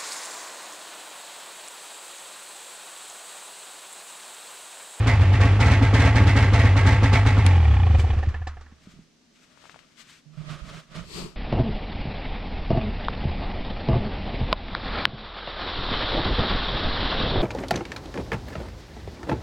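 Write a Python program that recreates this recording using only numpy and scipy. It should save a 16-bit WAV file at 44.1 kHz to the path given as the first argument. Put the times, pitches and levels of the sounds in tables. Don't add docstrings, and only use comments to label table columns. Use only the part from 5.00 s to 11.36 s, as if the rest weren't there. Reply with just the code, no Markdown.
import sys
import numpy as np
from scipy import signal
from scipy.fft import rfft, irfft
from scipy.io import wavfile
from scipy.ndimage import uniform_filter1d, minimum_filter1d

SR = 44100
rng = np.random.default_rng(int(sys.argv[2]) if len(sys.argv) > 2 else 0)


def wav_out(sig):
    wavfile.write(sys.argv[1], SR, np.round(np.clip(np.atleast_2d(sig).T, -1, 1) * 32767).astype(np.int16))


N = 280464
T = np.arange(N) / SR

# frequency in Hz, density in dB per Hz.
AIR_COLOUR = [(15, -53), (25, -24), (202, -21.5), (244, -9), (309, -17), (916, -29), (6000, -29),
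              (14000, -55)]
# frequency in Hz, width in Hz, level in dB.
DRONE_MODES = [(235, 51, 0)]

# middle in seconds, length in seconds, swish in dB,
# body hum in dB, pressure from 0 to 1, swish pan in dB.
RUBS = [(3.899, 0.22, -56.5, -54, 0.45, 2.5), (4.413, 0.11, -64, -77, 0, 4),
        (4.683, 0.44, -56.5, -65, 0.47, 12), (5.005, 0.055, -50, -69, 0.1, 13.5),
        (5.122, 0.12, -51.5, -64, 0.06, 4.5), (5.411, 0.12, -54, -44, 0.86, -1),
        (5.514, 0.09, -43, -40.5, 1, -3.5), (5.6, 0.044, -48, -60, 0.9, -3),
        (5.687, 0.11, -45, -37.5, 0.74, 0.5), (5.78, 0.093, -43.5, -71, 0.69, -0.5),
        (5.983, 0.11, -42.5, -38, 0.85, -1.5), (6.335, 0.33, -61, -58, 0.96, 8)]
# frequency in Hz, density in dB per Hz.
PRESSED_COLOUR = [(210, -10), (350, -5.5), (480, -7), (630, 3.5), (800, -11.5), (1000, -6), (1260, 1.5),
                  (1550, -6.5), (3300, -8.5), (8030, -21.5), (14000, -42.5)]
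LIGHT_COLOUR = [(400, -23), (1400, 3), (3000, 3), (5500, -3), (8200, -5), (10000, -16.5), (14000, -24)]
SCRAPE_COLOUR = [(88, -18), (180, 2), (240, -16), (370, -2), (520, -11.5), (760, -19.5), (1200, -12),
                 (1600, -28)]
RUSH_COLOUR = [(1600, -10), (2600, -2), (3600, -4.5), (4650, 1), (5500, -8), (6400, -11), (7400, -6.5),
               (8900, -10.5), (10400, -24), (12100, -18), (15000, -38)]
FLUTTER_COLOUR = [(25, 5), (50, 2), (120, -29), (300, -17)]
# frequency in Hz, width in Hz, level in dB.
BODY_MODES = [(158, 17.3, 0)]
DRAG_MODES = [(60.4, 42, -5), (162, 38, 1)]
# start in seconds, level in dB.
GRIPS = [(5.254, -45.5), (5.369, -31)]
# start in seconds, peak before panning in dB, pitch in Hz, pan in dB.
CLICKS = [(4.575, -45, 1120, 17), (4.641, -42, 855, 14), (4.655, -37, 1080, 10), (4.6955, -32, 1480, 11),
          (4.744, -37.5, 1200, 13), (4.760, -38.5, 744, 13), (4.791, -43, 1970, 23)]
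BUMPS = [(3.722, -42.5, 200, -1), (3.871, -36, 190, 0), (3.937, -44, 200, 2), (3.99, -39, 204, 1),
         (5.615, -36.5, 50, -18)]

# frequency in Hz, density in dB per Hz.
SWITCH_COLOUR = [(1500, 2.5), (3000, 2.5), (6000, -7.5), (10000, -7.5), (15000, -34)]

# start in seconds, jolt in dB, thud in dB, ring in dB, crack in dB.
KNOCKS = [(2.867, -20, -29, -34.5, -55), (2.904, -24, -36.5, -42, -63), (2.947, -22, -28, -34.5, -49.5),
          (2.993, -21, -33.5, -30.5, -51), (3.041, -25, -31.5, -44, -52), (3.066, -27, -36.5, -47, -63),
          (3.102, -28, -33.5, -32.5, -52), (3.132, -22, -37, -40, -56), (3.186, -44, -41, -40.5, -53),
          (3.228, -26, -35, -36.5, -53), (3.286, -22, -55, -44, -50.5), (3.342, -27.5, -37.5, -35, -61),
          (3.416, -36, -44.5, -45, -65), (3.47, -31, -34.5, -35, -43.5), (3.569, -35.5, -46, -47.5, -72),
          (3.609, -46, -53.5, -52, -55.5), (3.662, -48, -60, -51.5, -80), (3.714, -49, -66, -60, -80)]
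# frequency in Hz, width in Hz, level in dB.
THUD_MODES = [(494, 320, -6), (752, 180, -0.5), (1136, 130, -9.5)]
RING_MODES = [(1350, 220, -3), (1770, 200, 4.5), (2560, 760, -10.5)]
CHASSIS_MODES = [(74.7, 6, 4), (29.7, 9.2, -3.5)]
# frequency in Hz, density in dB per Hz.
CRACK_COLOUR = [(2000, -4), (3900, -0.5), (5000, -5), (6200, -5), (8000, -11.5), (10000, -31)]
TAIL_COLOUR = [(700, -7), (1100, 1), (1400, -1), (1850, -3.5), (2300, -8), (4000, -20)]

# frequency in Hz, width in Hz, level in dB.
MOUNT_MODES = [(30, 6.3, -2), (53.7, 4.8, -0.5)]
# frequency in Hz, width in Hz, first piston in dB, second piston in dB.
CRANKCASE_MODES = [(810, 135, 0, 0), (1130, 110, -11, -11), (1850, 220, -10, -11), (2400, 150, -7, -15),
                   (2980, 120, -16, -10), (3350, 220, -14, -17)]
# frequency in Hz, density in dB per Hz.
FAN_COLOUR = [(100, -25), (170, -7.5), (369, -8), (626, -13.5), (830, -17), (1000, -17), (1100, -12),
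              (1410, -17.5), (2390, -18), (8000, -42.5), (15500, -69)]
RATTLE_COLOUR = [(150, -23.5), (230, -10), (272, 5), (308, -19.5), (525, -7.5), (603, -32), (882, -6),
                 (995, -12.5), (1080, -14.5), (2090, -12), (2850, -20), (3500, -19), (7900, -32.5),
                 (15500, -60)]
# frequency in Hz, width in Hz, level in dB.
PANEL_MODES = [(695.6, 26, -5.5), (885, 27, -2.5), (1113, 28, -8.5), (1342, 20, -7.5), (1615, 26, -4.5),
               (1824, 61, -11.5), (1902, 54, -6.5), (2030, 22, -1.5), (2155, 33, -5.5), (2257, 25, -9),
               (2500, 30, -12.5), (2650, 20, -11.5)]
# time in seconds, rattle in dB, bark in dB.
FIRINGS = [(0.073, -14.5, -25.5), (0.129, -36, -34), (0.210, -23.5, -28), (0.331, -22, -28),
           (0.408, -17, -24), (0.448, -24, -25), (0.604, -14.5, -26.5), (0.66, -17, -24), (0.712, -16, -26),
           (0.825, -18.5, -23), (0.940, -14.5, -22.5), (0.997, -14.5, -24), (1.051, -16.5, -24),
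           (1.158, -15, -24), (1.214, -27, -20.5), (1.271, -15, -24.5), (1.365, -14.5, -24.5),
           (1.419, -20.5, -27), (1.535, -15.5, -24), (1.592, -17, -26), (1.648, -20.5, -22.5),
           (1.768, -16.5, -25), (1.867, -13.5, -22), (1.921, -22, -27), (2.034, -17, -22.5),
           (2.131, -12.5, -24), (2.264, -16, -23.5), (2.380, -23, -24), (2.460, -21, -28)]
# time in seconds, level in dB.
PUFF_LEVEL = [(2.55, -1.5), (2.95, 1.5), (3.12, -4.5), (3.28, -3.5), (3.4, -16.5)]
# frequency in Hz, level in dB.
PIPE_COLOUR = [(22, -21), (36, -20.5), (52, -3.5), (68, -3.5), (86, 15), (106, 6), (130, 1.5), (158, -17),
               (210, -16.5), (300, -23.5), (500, -44)]
# frequency in Hz, width in Hz, level in dB.
BARK_MODES = [(82.7, 11, -2), (143, 25, -14), (186, 18, -13.5), (268.2, 12.2, -13), (455, 110, -36.5)]
GAS_MODES = [(270, 24, 9), (490, 140, -4), (704, 29, -6.5), (860, 27, -3.5), (1125, 280, -8)]
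PIPE_HUM_MODES = [(76.36, 2.1, 0)]

RUB_SHAPE, HUM_LAG_S, HUM_STRETCH = 1.52, 0.016, 1.16
GRIP_HZ, GRIP_RISE_S, GRIP_FALL_S, GRIP_PAN_DB = 150.8, 0.014, 0.061, -24.5
DRAG_S, DRAG_LENGTH_S, DRAG_DB = 6.2, 0.14, -37.5
RUSH_S, RUSH_LENGTH_S, RUSH_DB = 6.182, 0.16, -42.5
SWITCH_S, SWITCH_DB, SWITCH_FALL_S = 2.4635, -20, 0.0025
IDLE_HZ, COAST_HZ, FRICTION_HZ_PER_S = 52, 47.4, 50
LAST_SPARK_S = FIRINGS[-1][0]
REST_S = LAST_SPARK_S + COAST_HZ / FRICTION_HZ_PER_S
KICK_STROKES, KICK_RISE_S, KICK_SAG_S = 0.25, 0.023, 0.066
ROCK_BELOW_HZ, SLAP_ABOVE_HZ, STALL_HZ = 38, 28, 14
ROCK_DB = 2.5
LOADED_SLAP_DB, UNLOAD_S, SLAP_FADE_DB_PER_S = -5, 0.067, 0.5
PANEL_DETUNE, PANEL_SCATTER_DB = .006, 1.8
COLD_RATIO, COOLING_S, COLD_DB = 0.871, 0.17, 18.5
LIMIT_DB, LIMIT_S, TOP_HZ = -4.5, .006, 15600


def undb(db):
    return 10 ** (np.asarray(db) / 20)


def curve(rows, axis=1):
    rows = np.array(rows)
    return np.interp(T, rows[:, 0], rows[:, axis])


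def unit(x):
    return x / np.sqrt(np.mean(x ** 2))


def noise():
    return rng.standard_normal(N)


def walk(rate_hz):
    return 0.85 * np.interp(T * rate_hz, np.arange(N), noise())


def ring(x, response):
    return signal.fftconvolve(x, response / np.linalg.norm(response))[:len(x)]


def colour(x, points, size=8192):
    hz, db = np.transpose(points)
    f = np.arange(size // 2 + 1) * SR / size + 1
    above = np.maximum(f / hz[-1], 1) ** 4
    below = np.maximum(hz[0] / f, 1)
    db = np.interp(np.log(f), np.log(hz), db) - 20 * np.log10(above * below)
    cepstrum = irfft(np.log(undb(db)))[:size // 2]
    cepstrum[1:] *= 2
    return ring(x, irfft(np.exp(rfft(cepstrum, size))))


def resonate(x, modes, order=0):
    t = T[:min(len(x), SR)]
    response = 0
    for hz, width, db in modes:
        decay = (width * t) ** order * np.exp(-np.pi * width * t)
        response = response + undb(db) * width * decay * np.sin(2 * np.pi * hz * t)
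    return ring(x, response)


def swell(start, rise, fall):
    age = T - start
    return np.clip(age / rise, 0, 1) * np.exp(-np.clip((age - rise) / fall, 0, 50))


def bell(middle, length):
    return np.exp(-np.minimum(np.abs(2 * (T - middle) / length) ** RUB_SHAPE, 50))


def smear(pulses, rise, fall):
    return signal.fftconvolve(pulses, swell(0, rise, fall)[:SR])[:N]


def cushion(x, hz):
    return signal.sosfilt(signal.butter(2, hz, fs=SR, output="sos"), x)


def pan(db):
    return undb(np.array([[.5], [-.5]]) * db)


def spread(make, side_db, corner_hz):
    highpass = signal.butter(1, min(corner_hz, SR / 3), "high", fs=SR, output="sos")
    side = signal.sosfilt(highpass, make())
    return make() + undb(side_db) * side * np.array([[1], [-1]])


def still_air():
    def air():
        hush = undb(-64) * colour(noise(), AIR_COLOUR)
        return hush + undb(-69.5) * resonate(noise(), DRONE_MODES)
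    return spread(air, -2.5, 300)


def slips():
    return unit(noise() * undb(0.68 * walk(700) + 3.4 * walk(50)))


def light_cloth():
    return colour(slips(), LIGHT_COLOUR)


def rubs():
    bright = spread(light_cloth, -7, 820)
    dull = spread(lambda: colour(slips(), PRESSED_COLOUR), -4.1, 670)
    hum = resonate(slips(), BODY_MODES)
    flutter = undb(-10.5) * colour(slips(), FLUTTER_COLOUR)
    out = np.zeros((2, N))
    for s, length, swish_db, hum_db, pressure, pan_db in RUBS:
        pressed = np.clip(pressure, 0, 1)
        lean_db = -2 - 16 * pressed
        swish = (pressed * dull + (1 - pressed) * bright) * undb(swish_db) * pan(pan_db)
        body = hum * undb(0.13 * lean_db) * pan(lean_db) + flutter * pan(0.36 * lean_db)
        out += swish * bell(s, length)
        out += body * undb(hum_db) * bell(s + HUM_LAG_S, length * HUM_STRETCH)
    return out


def grips():
    out = 0
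    for s, db in GRIPS:
        out = out + undb(db) * swell(s, GRIP_RISE_S, GRIP_FALL_S) * np.sin(2 * np.pi * GRIP_HZ * (T - s))
    return undb(-7.5) * out * pan(GRIP_PAN_DB)


def sleeve_drag():
    scrape = spread(lambda: colour(slips(), SCRAPE_COLOUR), -3.1, 150) * pan(5.1)
    body = undb(-1) * resonate(slips(), DRAG_MODES) * pan(-10)
    rush = spread(lambda: colour(noise(), RUSH_COLOUR), -0.55, 150) * pan(6.7)
    low = (scrape + body) * undb(DRAG_DB) * bell(DRAG_S, DRAG_LENGTH_S)
    return low + rush * undb(RUSH_DB) * bell(RUSH_S, RUSH_LENGTH_S)


def glove_brush():
    return spread(light_cloth, -2, 600) * swell(2.97, .03, 0.035) * undb(-42)


def handling():
    return glove_brush() + sleeve_drag() + rubs() + grips()


def taps(rows, cycles, grit):
    out = np.zeros((2, N))
    for s, db, hz, pan_db in rows:
        swing = np.sin(2 * np.pi * (T - s) * hz) * swell(s, cycles / hz / 2, cycles / hz)
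        tail = colour(noise() * swell(s, 0.000094, 0.012), [(hz / 2, 0), (2 * hz, 0), (4 * hz, -9)])
        tap = swing + grit * tail
        out += undb(db) * pan(pan_db) * tap / np.abs(tap).max()
    return out


def switch():
    def snap():
        return colour(noise() * swell(SWITCH_S, 0.0012, SWITCH_FALL_S), SWITCH_COLOUR)
    return undb(SWITCH_DB) * spread(snap, -2, 2000)


def speed():
    return np.where(T < LAST_SPARK_S, IDLE_HZ, FRICTION_HZ_PER_S * np.maximum(REST_S - T, 0))


def crank():
    sparks = np.array(FIRINGS)[:, 0]
    times = np.append(0, sparks)
    counts = np.cumsum(np.round(np.diff(times, prepend=0) * IDLE_HZ))
    lead = KICK_STROKES * sum(swell(s + .006, KICK_RISE_S, KICK_SAG_S) for s in sparks[:-1])
    idling = np.interp(T, times, counts - np.interp(times, T, lead)) + lead
    coasting = counts[-1] + np.cumsum(speed() * (T >= LAST_SPARK_S)) / SR
    turns = np.where(T < LAST_SPARK_S, idling, coasting)
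    strokes = np.diff(np.floor(np.maximum.accumulate(turns)), prepend=-1)
    return strokes + signal.unit_impulse(N, int(REST_S * SR))


def bounce(blows):
    return blows + 0.09 * noise() * smear(blows, .004, .005)


def knocks():
    jolt, thud, clank, crack = np.zeros((4, N))
    for s, *db in KNOCKS:
        i = int(s * SR)
        jolt[i], thud[i], clank[i], crack[i] = undb(db)
    slack = speed() < STALL_HZ
    case_modes = [(hz, width, max(db)) for hz, width, *db in CRANKCASE_MODES[2:]]
    low = undb(22.5) * resonate(bounce(thud), THUD_MODES, order=1)
    slap = undb(19) * resonate(bounce(clank * ~slack), case_modes, order=1)
    middle = undb(20) * resonate(bounce(clank * slack), RING_MODES, order=1)
    snap = undb(1) * spread(lambda: colour(noise() * smear(crack, 0.0034, 0.015), CRACK_COLOUR), -8, 3000)
    tail = undb(-12.5) * colour(noise() * smear(clank * slack, 0.0047, 0.06), TAIL_COLOUR)
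    rock = undb(30.5) * resonate(jolt * slack, CHASSIS_MODES)
    return low + slap + middle + snap + tail + cushion(rock, 160)


def rocking(strokes):
    slow = np.clip(2 * (1 - speed() / ROCK_BELOW_HZ), 0, 1)
    push = strokes * slow * undb(curve(PUFF_LEVEL))
    return undb(ROCK_DB) * cushion(resonate(push, MOUNT_MODES), 160)


def fan():
    pace = speed() / IDLE_HZ
    air = spread(lambda: colour(noise(), FAN_COLOUR), -0.54, 6500)
    return undb(-33.3) * air * pace ** 0.65 * undb(2 * walk(60))


def piston_slap(strokes):
    coasted_s = np.maximum(T - LAST_SPARK_S, 0)
    slap_db = LOADED_SLAP_DB * np.exp(-coasted_s / UNLOAD_S) - SLAP_FADE_DB_PER_S * coasted_s
    slaps = strokes * undb(slap_db + 1.2 * noise()) * (speed() > SLAP_ABOVE_HZ)
    second = np.cumsum(strokes) % 2
    clack = 0
    for piston, turn in enumerate((1 - second, second)):
        blow = np.roll(slaps * turn, int(.006 * SR))
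        bounces = 0.07 * noise() * smear(blow, 0.002, 0.004)
        modes = [(hz, width, db[piston]) for hz, width, *db in CRANKCASE_MODES]
        clack = clack + resonate(blow + bounces, modes, order=1)
    return undb(-7) * clack


def bodywork(strokes):
    jolts = 1 + 0.7 * smear(np.roll(strokes, int(0.0053 * SR)), 0.003, 0.0037)

    def hits():
        return unit(noise() * undb(1.6 * walk(1500))) * jolts

    drive = hits()
    shake = swell(0.0032, 0.012, 0.045)[:SR // 2]
    panels = np.zeros(N)
    for s, db, _ in FIRINGS:
        span = slice(int(s * SR), int(s * SR) + len(shake))
        modes = []
        for hz, width, level in PANEL_MODES:
            a, b = rng.standard_normal(2)
            modes.append((hz * (1 + PANEL_DETUNE * a), width, level + PANEL_SCATTER_DB * b))
        panels[span] += undb(db) * resonate(drive[span] * shake, modes)
    panels += undb(-35) * resonate(hits() * (T < LAST_SPARK_S + .06), PANEL_MODES)
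    bursts = np.sqrt(sum((undb(db) * swell(s - .006, 0.0077, 0.044)) ** 2 for s, db, _ in FIRINGS))
    rattle = spread(lambda: colour(hits() * bursts, RATTLE_COLOUR), 0, 4600)
    return undb(-10.5) * panels + undb(-10.5) * rattle


def exhaust(strokes):
    burn = sum(undb(db) * swell(s - .014, 0.0057, 0.018) for s, _, db in FIRINGS)
    puffs = strokes * undb(curve(PUFF_LEVEL) + .5 * noise()) * (1 + 13 * burn)
    heat = np.exp(-np.maximum(T - LAST_SPARK_S, 0) / COOLING_S)
    cold_colour = [(hz * COLD_RATIO, db) for hz, db in PIPE_COLOUR]
    hot = undb(15.5) * colour(puffs * heat, PIPE_COLOUR)
    cold = undb(COLD_DB) * colour(puffs * (1 - heat), cold_colour)
    hum = undb(6.5) * resonate(cushion(puffs, 300), PIPE_HUM_MODES)
    bark = undb(36.5) * resonate(strokes * burn * undb(0.5 * noise()), BARK_MODES)
    gas = undb(2) * burn * resonate(noise(), GAS_MODES)
    return hot + cold - hum + bark + gas


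def engine():
    strokes = crank()
    panned = bodywork(strokes) + piston_slap(strokes) + fan() + knocks()
    left, right = panned * pan(-1.7) + exhaust(strokes) + rocking(strokes)
    return np.array([np.interp(T - 3.4e-5, T, left), right])


def scene():
    camera = taps(CLICKS, cycles=0.64, grit=0.1) + taps(BUMPS, cycles=0.87, grit=.01) + handling()
    return still_air() + camera + switch() + engine()


def record(dry):
    dry = signal.sosfilt(signal.butter(1, 12, "high", fs=SR, output="sos"), dry)
    room = 1 / np.maximum(np.abs(dry).max(axis=0) / undb(LIMIT_DB), 1)
    span = int(LIMIT_S * SR)
    gain = uniform_filter1d(minimum_filter1d(room, 2 * span), span)
    return signal.sosfilt(signal.ellip(10, .2, 80, TOP_HZ, fs=SR, output="sos"), dry * gain)


dry = scene()
out = record(dry)
wav_out(out)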